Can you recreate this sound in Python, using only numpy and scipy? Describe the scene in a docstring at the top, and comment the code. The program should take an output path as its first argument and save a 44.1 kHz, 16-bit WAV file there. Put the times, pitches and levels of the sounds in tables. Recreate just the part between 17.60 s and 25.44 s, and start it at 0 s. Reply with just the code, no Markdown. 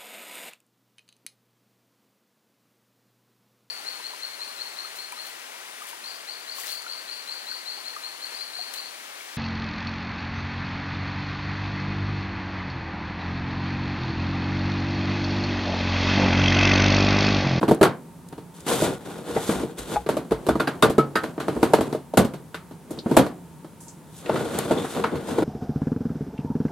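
"""Small full food cans are stacked in a plastic storage bin, straight ahead of a stereo microphone.
They thud and clatter on each other and on the bin walls, which boom briefly; now and then a rim catches
a lid and it rings. The bin stands on a blanket in a small room that hisses and drones faintly.
Twice a hand rummages for the next can in a brown paper bag, a little to the left."""
import sys
import numpy as np
from scipy import signal
from scipy.fft import rfft, irfft
from scipy.io import wavfile
from scipy.ndimage import uniform_filter1d

SR = 44100
rng = np.random.default_rng(int(sys.argv[2]) if len(sys.argv) > 2 else 0)


def digitize_waveform(pressure):
    """Quantize a signal to 16-bit integers and store it at the path in sys.argv[1].

    Rows of a 2-D input are taken as channels; values are limited to [-1, 1].
    """
    field = np.atleast_2d(pressure).T
    bounded = np.clip(field, -1, 1)
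    quanta = np.round(bounded * 32767).astype(np.int16)
    wavfile.write(sys.argv[1], SR, quanta)


N = 345744
TIME = np.arange(N) / SR
AGE = TIME[:SR // 2]   # seconds since a blow
BANDS_HZ = 42 * 2 ** (np.arange(18) / 2)
LOW_HZ, MIDDLE_HZ, HIGH_HZ = 386, 1620, 6500   # where low, middle and high levels apply

# Cans knock on each other, the bin and the bag. Each row: start in seconds, strength in dB,
# thud pitch in Hz, then clack and tick in dB relative to the strength.
KNOCKS = [(0.012, -15.5, 274, -17, -25), (0.029, -5, 255, -21.5, -33), (0.08, -8, 295, -19, -26.5),
          (0.089, -8.5, 423, -18.5, -24), (0.111, -0.5, 380, -28, -30), (0.212, 0.5, 430, -21, -28),
          (0.229, -3.5, 382, -6.5, -17.5), (0.725, -25.5, 262, -17.5, -21), (0.779, -25.5, 273, -18.5, -23),
          (1.065, -23, 258, -10.5, -10), (1.112, -16, 330, -13, -32), (1.221, -6, 357, -33, -23),
          (1.764, -11, 440, -14.5, -53), (1.892, -8.5, 272, -15.5, -24), (2.033, -10.5, 310, -54, -33),
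          (2.463, -17.5, 452, -15, -22), (2.489, -10, 486, -12.5, -19), (2.568, -10.5, 460, -19.5, -23.5),
          (2.709, -16.5, 194, -13, -20), (2.718, -8, 430, -22.5, -27.5), (2.866, -14.5, 380, -18, -17.5),
          (2.887, -2.5, 330, -20.5, -27), (2.954, -12.5, 312, -22, -27.5), (3.0, -8, 357, -13, -22.5),
          (3.074, -11.5, 320, -7.5, -21), (3.224, 0.5, 420, -12.5, -20), (3.298, -8.5, 300, -22.5, -22),
          (3.381, -0.5, 335, -22.5, -29.5), (3.556, -11.5, 405, -6.5, -16.5), (3.635, -13.5, 474, -12, -21),
          (3.779, -18, 374, -14, -40), (3.8, -19, 403, -5, -15), (3.882, -8.5, 370, -17.5, -27.5),
          (3.964, -13.5, 303, -24, -50), (4.029, -2.5, 346, -17, -24), (4.135, -1, 610, -16, -22.5),
          (4.186, -8.5, 376, -28, -30), (4.209, -9.5, 240, -18, -21), (4.327, -13.5, 262, -20.5, -22.5),
          (4.348, -14, 428, -28, -27), (4.537, -14, 597, -26, -26), (4.572, 2.5, 221, -18.5, -19.5),
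          (4.647, -15, 220, -21, -18.5), (4.737, -20.5, 220, -17, -19.5), (4.944, -29.5, 395, 1.5, -7),
          (5.11, -26, 236, -22.5, -23), (5.307, -17.5, 270, -33, -16.5), (5.46, -12, 217, -21.5, -48),
          (5.512, -3.5, 250, -28.5, -32), (5.567, 4, 710, -16, -21), (5.664, -18.5, 388, -15, -21),
          (6.045, -30.5, 324, -17, -21), (6.694, -12.5, 440, -13, -28), (6.757, -20, 530, -1, -18.5),
          (6.809, -20, 455, -31, -46), (6.987, -21, 360, -2.5, -6.5), (7.109, -4, 450, -22, -31),
          (7.244, -22.5, 313, -3.5, -38), (7.362, -24, 250, -33, -17), (7.439, -12, 466, -3.5, -25),
          (7.555, -28, 190, -4, -11), (7.783, -8, 440, -24, -32), (7.822, -11, 305, -20.5, -30)]


def blows():
    """Every contact, rebounds included: start s, strength dB, thud Hz, clack dB, tick dB, chatter s."""
    knocks, rebounds = [], []
    for s, db, hz, clack_db, tick_db in KNOCKS:
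        clack_db, tick_db = db + clack_db, db + tick_db
        chatter_s = 0.0062 * 2 ** (db / 39)   # stronger knocks chatter longer
        knocks.append((s, db, hz, clack_db, tick_db, chatter_s))
        if tick_db > -23:   # the stack rocks and lands again, softer and duller
            rebounds.append((s + 0.021, db - 5.5, hz, clack_db - 13.5, tick_db - 13.5, 0.018))
    return knocks + rebounds


def can_thuds(gain_db):
    """A heavy can pushes the bin wall, which swings for two or three cycles."""
    out = np.zeros(N)
    for s, db, hz, *_ in blows():
        cycles = AGE * hz
        swell = cycles * np.exp((1 - cycles ** 2) / 2)
        add(out, s, from_db(db + gain_db) * swell * np.sin(2 * np.pi * cycles))
    return out


# The colour of a knock at the microphone. Each row: frequency in Hz, gain in dB.
KNOCK_COLOUR = [(40, -40), (70, -27.5), (140, -6.5), (350, -3), (700, 1.5), (1000, 0.5), (1400, 0),
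                (2100, -8), (3700, -2), (5800, -7.5), (10500, 0), (15000, -40)]
# The small room's decay. Each row: frequency in Hz, time to fall 60 dB in seconds (floored at 1 ms).
ROOM_DECAY = [(100, -0.06), (260, 0.58), (700, 0.3376), (1840, 0.2462), (4850, 0.155), (12800, 0.1068)]
# The room's answer to a knock. Each row: frequency in Hz, gain of the tail in dB.
ROOM_TAIL = [(100, -7.5), (400, -17), (3000, -0.5), (12000, 3)]


def rim_clatter(gain_db, crack_db, crack_s, flat_db, flat_after_s, room_build_s, bass_lag_s, hardening):
    """Rims meet with a crack and chatter for some milliseconds; the room answers with a diffuse tail."""
    out = np.zeros((2, N))
    contacts = grains(per_s=6000, spread_db=2.5)
    diffuse = rng.standard_normal((2, 2, N))
    early = AGE[:SR // 10]
    # a can touches with one edge first and drops flat a moment later
    edge = from_db(crack_db) * np.exp(-early / crack_s)
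    flat = from_db(flat_db) * np.exp(-np.abs(early - flat_after_s) / crack_s)
    starts, strength_db, _, clack_db, tick_db, chatter_s = np.transpose(blows())
    levels_db = [strength_db - 11.5, clack_db - 4, tick_db - 8]   # low, middle, high
    for k, hz in enumerate(BANDS_HZ):
        direct, late = np.zeros(N), np.zeros(N)
        build = 1 - np.exp(-AGE / room_build_s)
        tail = from_db(at_hz(ROOM_TAIL, hz)) * dying(at_hz(ROOM_DECAY, hz)) * build
        # the heavier, lower motions take longer to build up and to die away
        swell = 1 - np.exp(-early / (bass_lag_s * np.sqrt(LOW_HZ / hz)))
        decays_s = chatter_s * (MIDDLE_HZ / hz) ** 0.19
        chatters = edge + flat + np.exp(-early / decays_s[:, None])
        # a harder blow makes a shorter contact, which lifts the very top
        sheen_db = hardening * (tick_db - tick_db.mean()) * (hz > HIGH_HZ)
        gains = from_db(blend(levels_db, hz) + sheen_db + at_hz(KNOCK_COLOUR, hz) + gain_db)
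        for s, chatter, gain in zip(starts, chatters, gains):   # overlapping blows add in power
            add(direct, s, (gain * chatter) ** 2 * swell)
            add(late, s, (gain * tail) ** 2)
        clatter = contacts * np.sqrt(direct) + diffuse[k % 2] * np.sqrt(late)
        out += (-1) ** k * stereo(band(clatter, hz), hz)   # alternate signs join bands without a notch
    return out


# The modes of the loaded bin. Each row: frequency in Hz, gain in dB, time to fall 60 dB in seconds.
BIN_MODES = [(141, -3, 0.45), (227.3, 3, 0.09), (270.2, -5, 0.22), (323.8, 4.5, 0.13), (372.2, -3, 0.14),
             (441.8, 3.5, 0.15), (624.6, 6, 0.081), (715, -21, 0.33), (918, 3, 0.098), (1033, -12, 0.047)]


def bin_boom(gain_db, scatter_db, loss_db_per_octave):
    """Every knock rings the bin, most of all the modes near the pitch of its thud."""
    out = np.zeros(N)
    modes = np.array([from_db(db) * dying(t60) * np.sin(2 * np.pi * hz * AGE) for hz, db, t60 in BIN_MODES])
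    shape = (len(KNOCKS), len(BIN_MODES))
    strengths = from_db(scatter_db * rng.standard_normal(shape)) * rng.choice([-1, 1], shape)
    for (s, db, thud_hz, *_), strength in zip(KNOCKS, strengths):
        octaves = np.abs(np.log2(np.array(BIN_MODES)[:, 0] / thud_hz))
        gains = from_db(db + gain_db - loss_db_per_octave * octaves) * strength
        add(out, s, gains @ modes)
    return out


# A rim catches a lid. Each row: start in seconds, level in dB, pitch in Hz, the main mode's time to
# fall 60 dB in seconds, gain of the other modes in dB per octave away from it.
LID_STRIKES = [(0.03, -14, 1060, 0.023, -18), (0.229, -17.5, 1402, 0.14, -6),
               (1.765, -24.5, 804, 0.18, -11), (2.36, -19, 863, 0.085, -6.5), (2.89, -26, 1444, 0.13, -4),
               (2.955, -22, 1187, 0.042, -18), (2.998, -25, 1505, 0.11, -8.5),
               (3.073, -20.5, 1590, 0.084, -3), (3.225, -18.5, 1477, 0.1, 6),
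               (3.385, -18.5, 1340, 0.15, -22), (3.555, -20, 1535, 0.16, -3),
               (3.562, -21.5, 1814, 0.14, -30), (4.572, -14, 1481, 0.085, -15),
               (4.944, -33, 1506, 0.11, -3)]
# The modes of a lid, the main one first. Each row: multiple of the pitch, gain in dB.
LID_MODES = [(1, 1.5), (.82, -4), (0.951, 1), (1.04, -6), (1.085, -25), (1.195, -23.5), (1.29, -29),
             (1.401, -8), (1.673, -6.5), (1.78, -8), (1.95, -60), (2.31, -18.5), (2.46, -5.5), (3.07, -7)]


def lid_rings(gain_db, scatter_db, pan_spread_db, detune, damping):
    """A struck lid rings in inharmonic modes, the high ones briefly, each leaning left or right."""
    out = np.zeros((2, N))
    for s, strike_db, pitch_hz, t60, tilt_db in LID_STRIKES:
        bounce_samples = int(rng.uniform(.0025, .01) * SR) + 1
        for k, (multiple, mode_db) in enumerate(LID_MODES):
            strength, lean, stray = rng.standard_normal(3)
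            hz = pitch_hz * multiple
            db = strike_db + gain_db + mode_db + tilt_db * abs(np.log2(multiple))
            if k > 0:   # side modes differ from can to can and with the place of contact
                hz *= 1 + detune * stray
                db += scatter_db * strength - 1.5
            envelope = from_db(db) * dying(t60 / multiple ** damping)
            tone = rng.choice([-1, 1]) * envelope * np.sin(2 * np.pi * hz * AGE)
            if k > 0:   # the rim bounces and strikes them again
                tone += 0.85 * np.pad(tone[:-bounce_samples], (bounce_samples, 0))
            add(out, s, pan(tone, pan_spread_db * lean))
    return out


# Two spells of sliding in the bin: stacking, then righting the stack.
# Each row of a spell: time in seconds, effort in dB.
SLIDES = [
    [(2.5, -26.5), (2.68, -45), (2.83, -38), (3.05, -35.5), (3.17, -39), (3.5, -44.5), (3.66, -36),
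     (3.75, -43.5), (3.83, -34.5), (4.0, -28.5), (4.32, -31.5), (4.44, -57.5)],
    [(5.25, -51), (5.33, -33), (5.42, -42), (5.5, -27.5), (5.68, -31.5), (5.76, -70)],
]


def sliding_cans():
    """Cans and hands drag over the bin; rumble, scraping and hiss rise together with the effort."""
    strokes = [[(s, db + 2.5, db - 11, db - 19.5) for s, db in slide] for slide in SLIDES]
    return rubbing(strokes, gain_db=-10.5, per_s=500, spread_db=-1.0, smooth_db=0.5)


# Weight shifts on the blanket under the bin. Each row: start in seconds, level in dB.
BLANKET_BUMPS = [(1.95, -37), (2.18, -37), (2.35, -35), (2.704, -33), (2.896, -30), (3.968, -36),
                 (4.58, -32)]


def blanket_bumps(swell_s):
    """The blanket gives with a deep, heavily damped swing that swells and dies away."""
    out = np.zeros(N)
    swell = AGE / swell_s * np.exp(1 - AGE / swell_s)
    for s, db in BLANKET_BUMPS:
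        hz = rng.uniform(47.45, 72.15)
        add(out, s, from_db(db) * swell * np.sin(2 * np.pi * hz * AGE))
    return out


# A hand in the bag, left of the microphone: a pull and two searches.
# Each row of a stroke: time in seconds, flapping in dB, hiss in dB.
BAG_STROKES = [
    [(0.94, -64, -57), (1.005, -47, -52), (1.045, -50, -60), (1.08, -26, -32.5), (1.24, -24, -32.5),
     (1.295, -21.5, -41), (1.385, -44, -57.5)],
    [(1.39, -45.5, -63.5), (1.52, -33, -48), (1.63, -36, -55), (1.695, -29.5, -47), (1.88, -34.5, -38),
     (1.95, -24.5, -41), (2.08, -37, -53.5), (2.155, -46, -68), (2.19, -35.5, -39), (2.245, -42, -52),
     (2.325, -26.5, -39), (2.45, -51.5, -66)],
    [(6.44, -63, -75), (6.57, -67, -48), (6.645, -37.5, -54), (6.73, -24.5, -50), (6.775, -29, -49),
     (7.035, -28.5, -44), (7.17, -23, -46), (7.325, -40.5, -45), (7.37, -26, -47), (7.51, -33.5, -56),
     (7.53, -18.5, -55), (7.645, -36, -54.5), (7.69, -24.5, -42), (7.835, -25.5, -50.5)],
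]
# The paper's own resonances. Each row: frequency in Hz, width in Hz, gain in dB.
PAPER_MODES = [(468, 10, 6.5), (1444, 58, 2), (3580, 330, -3.5)]


def paper_bag():
    """Stiff paper hisses as it slides, and its creases buckle in sparse snaps."""
    # crumpling fills the middle register, about midway between flapping and hiss
    strokes = [[(s, flap_db, (flap_db + hiss_db) / 2 + 0.5, hiss_db + 1) for s, flap_db, hiss_db in rows]
               for rows in BAG_STROKES]
    sliding = rubbing(strokes, gain_db=-8.0, per_s=900, spread_db=-0.5, smooth_db=1.5)
    snaps = rubbing(strokes, gain_db=-12.5, per_s=100, spread_db=3.0, smooth_db=-15.0)
    crackle = sliding + resonate(snaps, hz=870, width_hz=760)
    crackle *= stick_slip(per_s=20, depth_db=1.5)
    ringing = sum(from_db(db) * resonate(crackle, hz, width_hz) for hz, width_hz, db in PAPER_MODES)
    left, right = crackle + ringing
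    return np.array([left, np.roll(right, 1)])   # it reaches the left of the microphone first


def hands_in_bag():
    """1 while the hands work in the bag, easing to 0 while they are at the bin."""
    busy = np.any([(TIME >= rows[0][0]) & (TIME <= rows[-1][0]) for rows in BAG_STROKES], axis=0)
    return uniform_filter1d(busy.astype(float), size=SR // 20)


# The colour of rubbing, at the bin and at the bag. Each row: frequency in Hz, gain in dB.
RUB_COLOUR = [(40, -31), (70, -20), (140, -8), (300, -1), (750, -3.5), (1500, -5.5), (2200, -7), (3700, -1),
              (5500, -6), (7800, 3), (10500, 1.5), (15000, -16)]


def rubbing(strokes, gain_db, per_s, spread_db, smooth_db):
    """Surfaces catch and slip in tiny snaps, over a smooth hiss of friction."""
    out = np.zeros((2, N))
    friction = unit_rms(grains(per_s, spread_db) + from_db(smooth_db) * rng.standard_normal((2, N)))
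    friction *= stick_slip(per_s=70, depth_db=2.0)
    for k, hz in enumerate(BANDS_HZ):
        force = np.zeros(N)
        for stroke in strokes:
            times, *levels_db = np.transpose(stroke)
            during = TIME[(TIME >= times[0]) & (TIME <= times[-1])]
            stroke_db = np.interp(during, times, blend(levels_db, hz))
            add(force, during[0], from_db(stroke_db + at_hz(RUB_COLOUR, hz) + gain_db))
        out += (-1) ** k * stereo(band(friction * force, hz), hz)
    return out


def stick_slip(per_s, depth_db):
    """Friction grips and lets go unevenly: a gain that wanders in dB."""
    knots = np.arange(0, TIME[-1] + 1, 1 / per_s)
    wander = np.interp(TIME, knots, rng.standard_normal(len(knots)))
    return unit_rms(from_db(depth_db * wander))


# Squeaks, swishes and snaps of fingers, sleeves and paper.
# Each row: start in seconds, level in dB, frequency in Hz, resonator width in Hz, decay in seconds.
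SQUEAKS = [(0.146, -37, 8000, 9000, 0.0044), (0.687, -43.5, 7000, 9000, 0.0033),
           (1.005, -42, 6000, 8000, 0.005), (2.183, -41, 8700, 4000, 0.017),
           (5.388, -34.5, 4070, 1140, 0.015), (6.204, -47.5, 8200, 6000, 0.074),
           (6.282, -43, 6800, 3000, 0.023), (6.66, -37.5, 1940, 2430, 0.015),
           (6.988, -18, 8250, 9000, 0.0017), (7.175, -37.5, 3400, 700, 0.032)]


def squeaks():
    """Skin, cloth or paper slips briefly and excites one high resonance."""
    out = np.zeros((2, N))
    for s, db, hz, width_hz, decay_s in SQUEAKS:
        noise = rng.standard_normal((2, len(AGE)))
        slip = unit_rms(resonate(resonate(noise, hz, width_hz), hz, width_hz))
        add(out, s, stereo(from_db(db) * slip * np.exp(-AGE / decay_s), hz))
    return out


# The still room around the microphone. Each row: frequency in Hz, level in dB per half octave.
ROOM_HISS = [(40, -76.5), (70, -63), (110, -59), (165, -57.5), (240, -55.5), (400, -57.5), (650, -62.5),
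             (950, -61), (2000, -68.5), (5500, -70.5), (9500, -64), (15000, -69.5)]
# The room's faint drone. Each row: frequency in Hz, width in Hz, level in dB.
ROOM_DRONE = [(169.6, 27, -48.5), (247, 62, -60.5), (913, 65, -60.5)]


def room_tone():
    """Steady hiss with a few narrow droning resonances."""
    hz = np.fft.rfftfreq(N, 1 / SR) + 1
    half_octave_hz = np.maximum(hz, BANDS_HZ[0]) * np.log(2) / 2
    power = from_db(at_hz(ROOM_HISS, hz)) ** 2 / half_octave_hz
    for centre, width, db in ROOM_DRONE:
        power += from_db(db) ** 2 / width * np.exp(-np.pi * ((hz - centre) / width) ** 2)
    spectrum = rfft(rng.standard_normal((2, N))) * np.sqrt(power * SR / 2)
    return irfft(stereo(spectrum, hz), N)


# The stereo width at the microphone. Each row: frequency in Hz, side minus mid in dB.
STEREO_WIDTH = [(300, -12.5), (1400, -8), (2500, -9.5), (4400, -6.5), (8000, -3.5)]


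def stereo(pair, hz):
    """Two unrelated signals become left and right, alike in the bass and wide in the treble."""
    mid, side = pair
    return mid + from_db(at_hz(STEREO_WIDTH, hz)) * side * np.array([[1], [-1]])


def pan(x, left_db):
    """Lean a sound to the left, by a steady or a changing amount."""
    return x * from_db(np.array([[1], [-1]]) * left_db / 2)


def grains(per_s, spread_db):
    """Two trains of tiny contacts with shared moments and uneven sizes; rms 1."""
    born = rng.random(N) < per_s / SR
    sizes = from_db(spread_db * np.minimum(rng.exponential(1, N), 4))
    return unit_rms(born * sizes * rng.choice([-1, 1], (2, N)))


def resonate(x, hz, width_hz):
    """A resonance with gain 1 at its top."""
    radius = np.exp(-np.pi * width_hz / SR)
    feedback = [1, -2 * radius * np.cos(2 * np.pi * hz / SR), radius ** 2]
    return signal.lfilter(np.array([1, 0, -1]) * (1 - radius ** 2) / 2, feedback, x)


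def band(x, hz):
    """Half-octave band-pass that keeps white noise at its rms."""
    low, high = hz / 2 ** .25, hz * 2 ** .25
    sos = signal.butter(2, [low, high], "band", fs=SR, output="sos")
    return signal.sosfilt(sos, x + 1e-18) * np.sqrt(SR / 2 / (high - low))


def dying(t60):
    """Envelope that falls 60 dB in t60 seconds."""
    return np.exp(-np.log(1000) * AGE / max(t60, .001))


def at_hz(points, hz):
    """Read a spectrum on a log-frequency axis."""
    freqs, values = np.transpose(points)
    return np.interp(np.log(hz), np.log(freqs), values)


def blend(levels, hz):
    """Level at hz between a low, a middle and a high level."""
    shares = [np.interp(np.log(hz), np.log([LOW_HZ, MIDDLE_HZ, HIGH_HZ]), row) for row in np.eye(3)]
    return sum(level * share for level, share in zip(levels, shares))


def add(track, s, sound):
    """Mix a sound into a mono or stereo track at s seconds."""
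    start = round(s * SR)
    track[..., start:start + sound.shape[-1]] += sound[..., :N - start]


def from_db(db):
    """Decibels to gain."""
    return 10 ** (np.asarray(db) / 20)


def unit_rms(x):
    """Scale to rms 1."""
    return x / np.sqrt(np.mean(x ** 2) + 1e-20)


def scene():
    """The bin stands straight ahead; all handling leans left while the hands are in the bag."""
    thuds = can_thuds(gain_db=-5.0)
    boom = bin_boom(gain_db=-14.5, scatter_db=2.0, loss_db_per_octave=8.0)
    bumps = blanket_bumps(swell_s=0.024)
    lids = lid_rings(gain_db=-3.5, scatter_db=5.0, pan_spread_db=4.0, detune=0.02, damping=0.72)
    rims = rim_clatter(gain_db=-2.0, crack_db=5.0, crack_s=0.00046, flat_db=-3.0, flat_after_s=0.0056,
                       room_build_s=0.0036, bass_lag_s=0.0021, hardening=0.2)
    handling = thuds + boom + bumps + lids + rims + sliding_cans() + paper_bag() + squeaks()
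    return pan(handling, left_db=0.85 * hands_in_bag()) + room_tone()


def record(dry):
    """The microphone sheds the deepest rumble, the loudest knocks are rounded off, the top is cut."""
    heard = signal.sosfilt(signal.butter(2, 42, "high", fs=SR, output="sos"), dry)
    rounded = heard / (1 + np.abs(heard) ** 6) ** (1 / 6)
    return signal.sosfilt(signal.ellip(10, .1, 80, 16000, fs=SR, output="sos"), rounded)


dry = scene()
out = record(dry)
digitize_waveform(out)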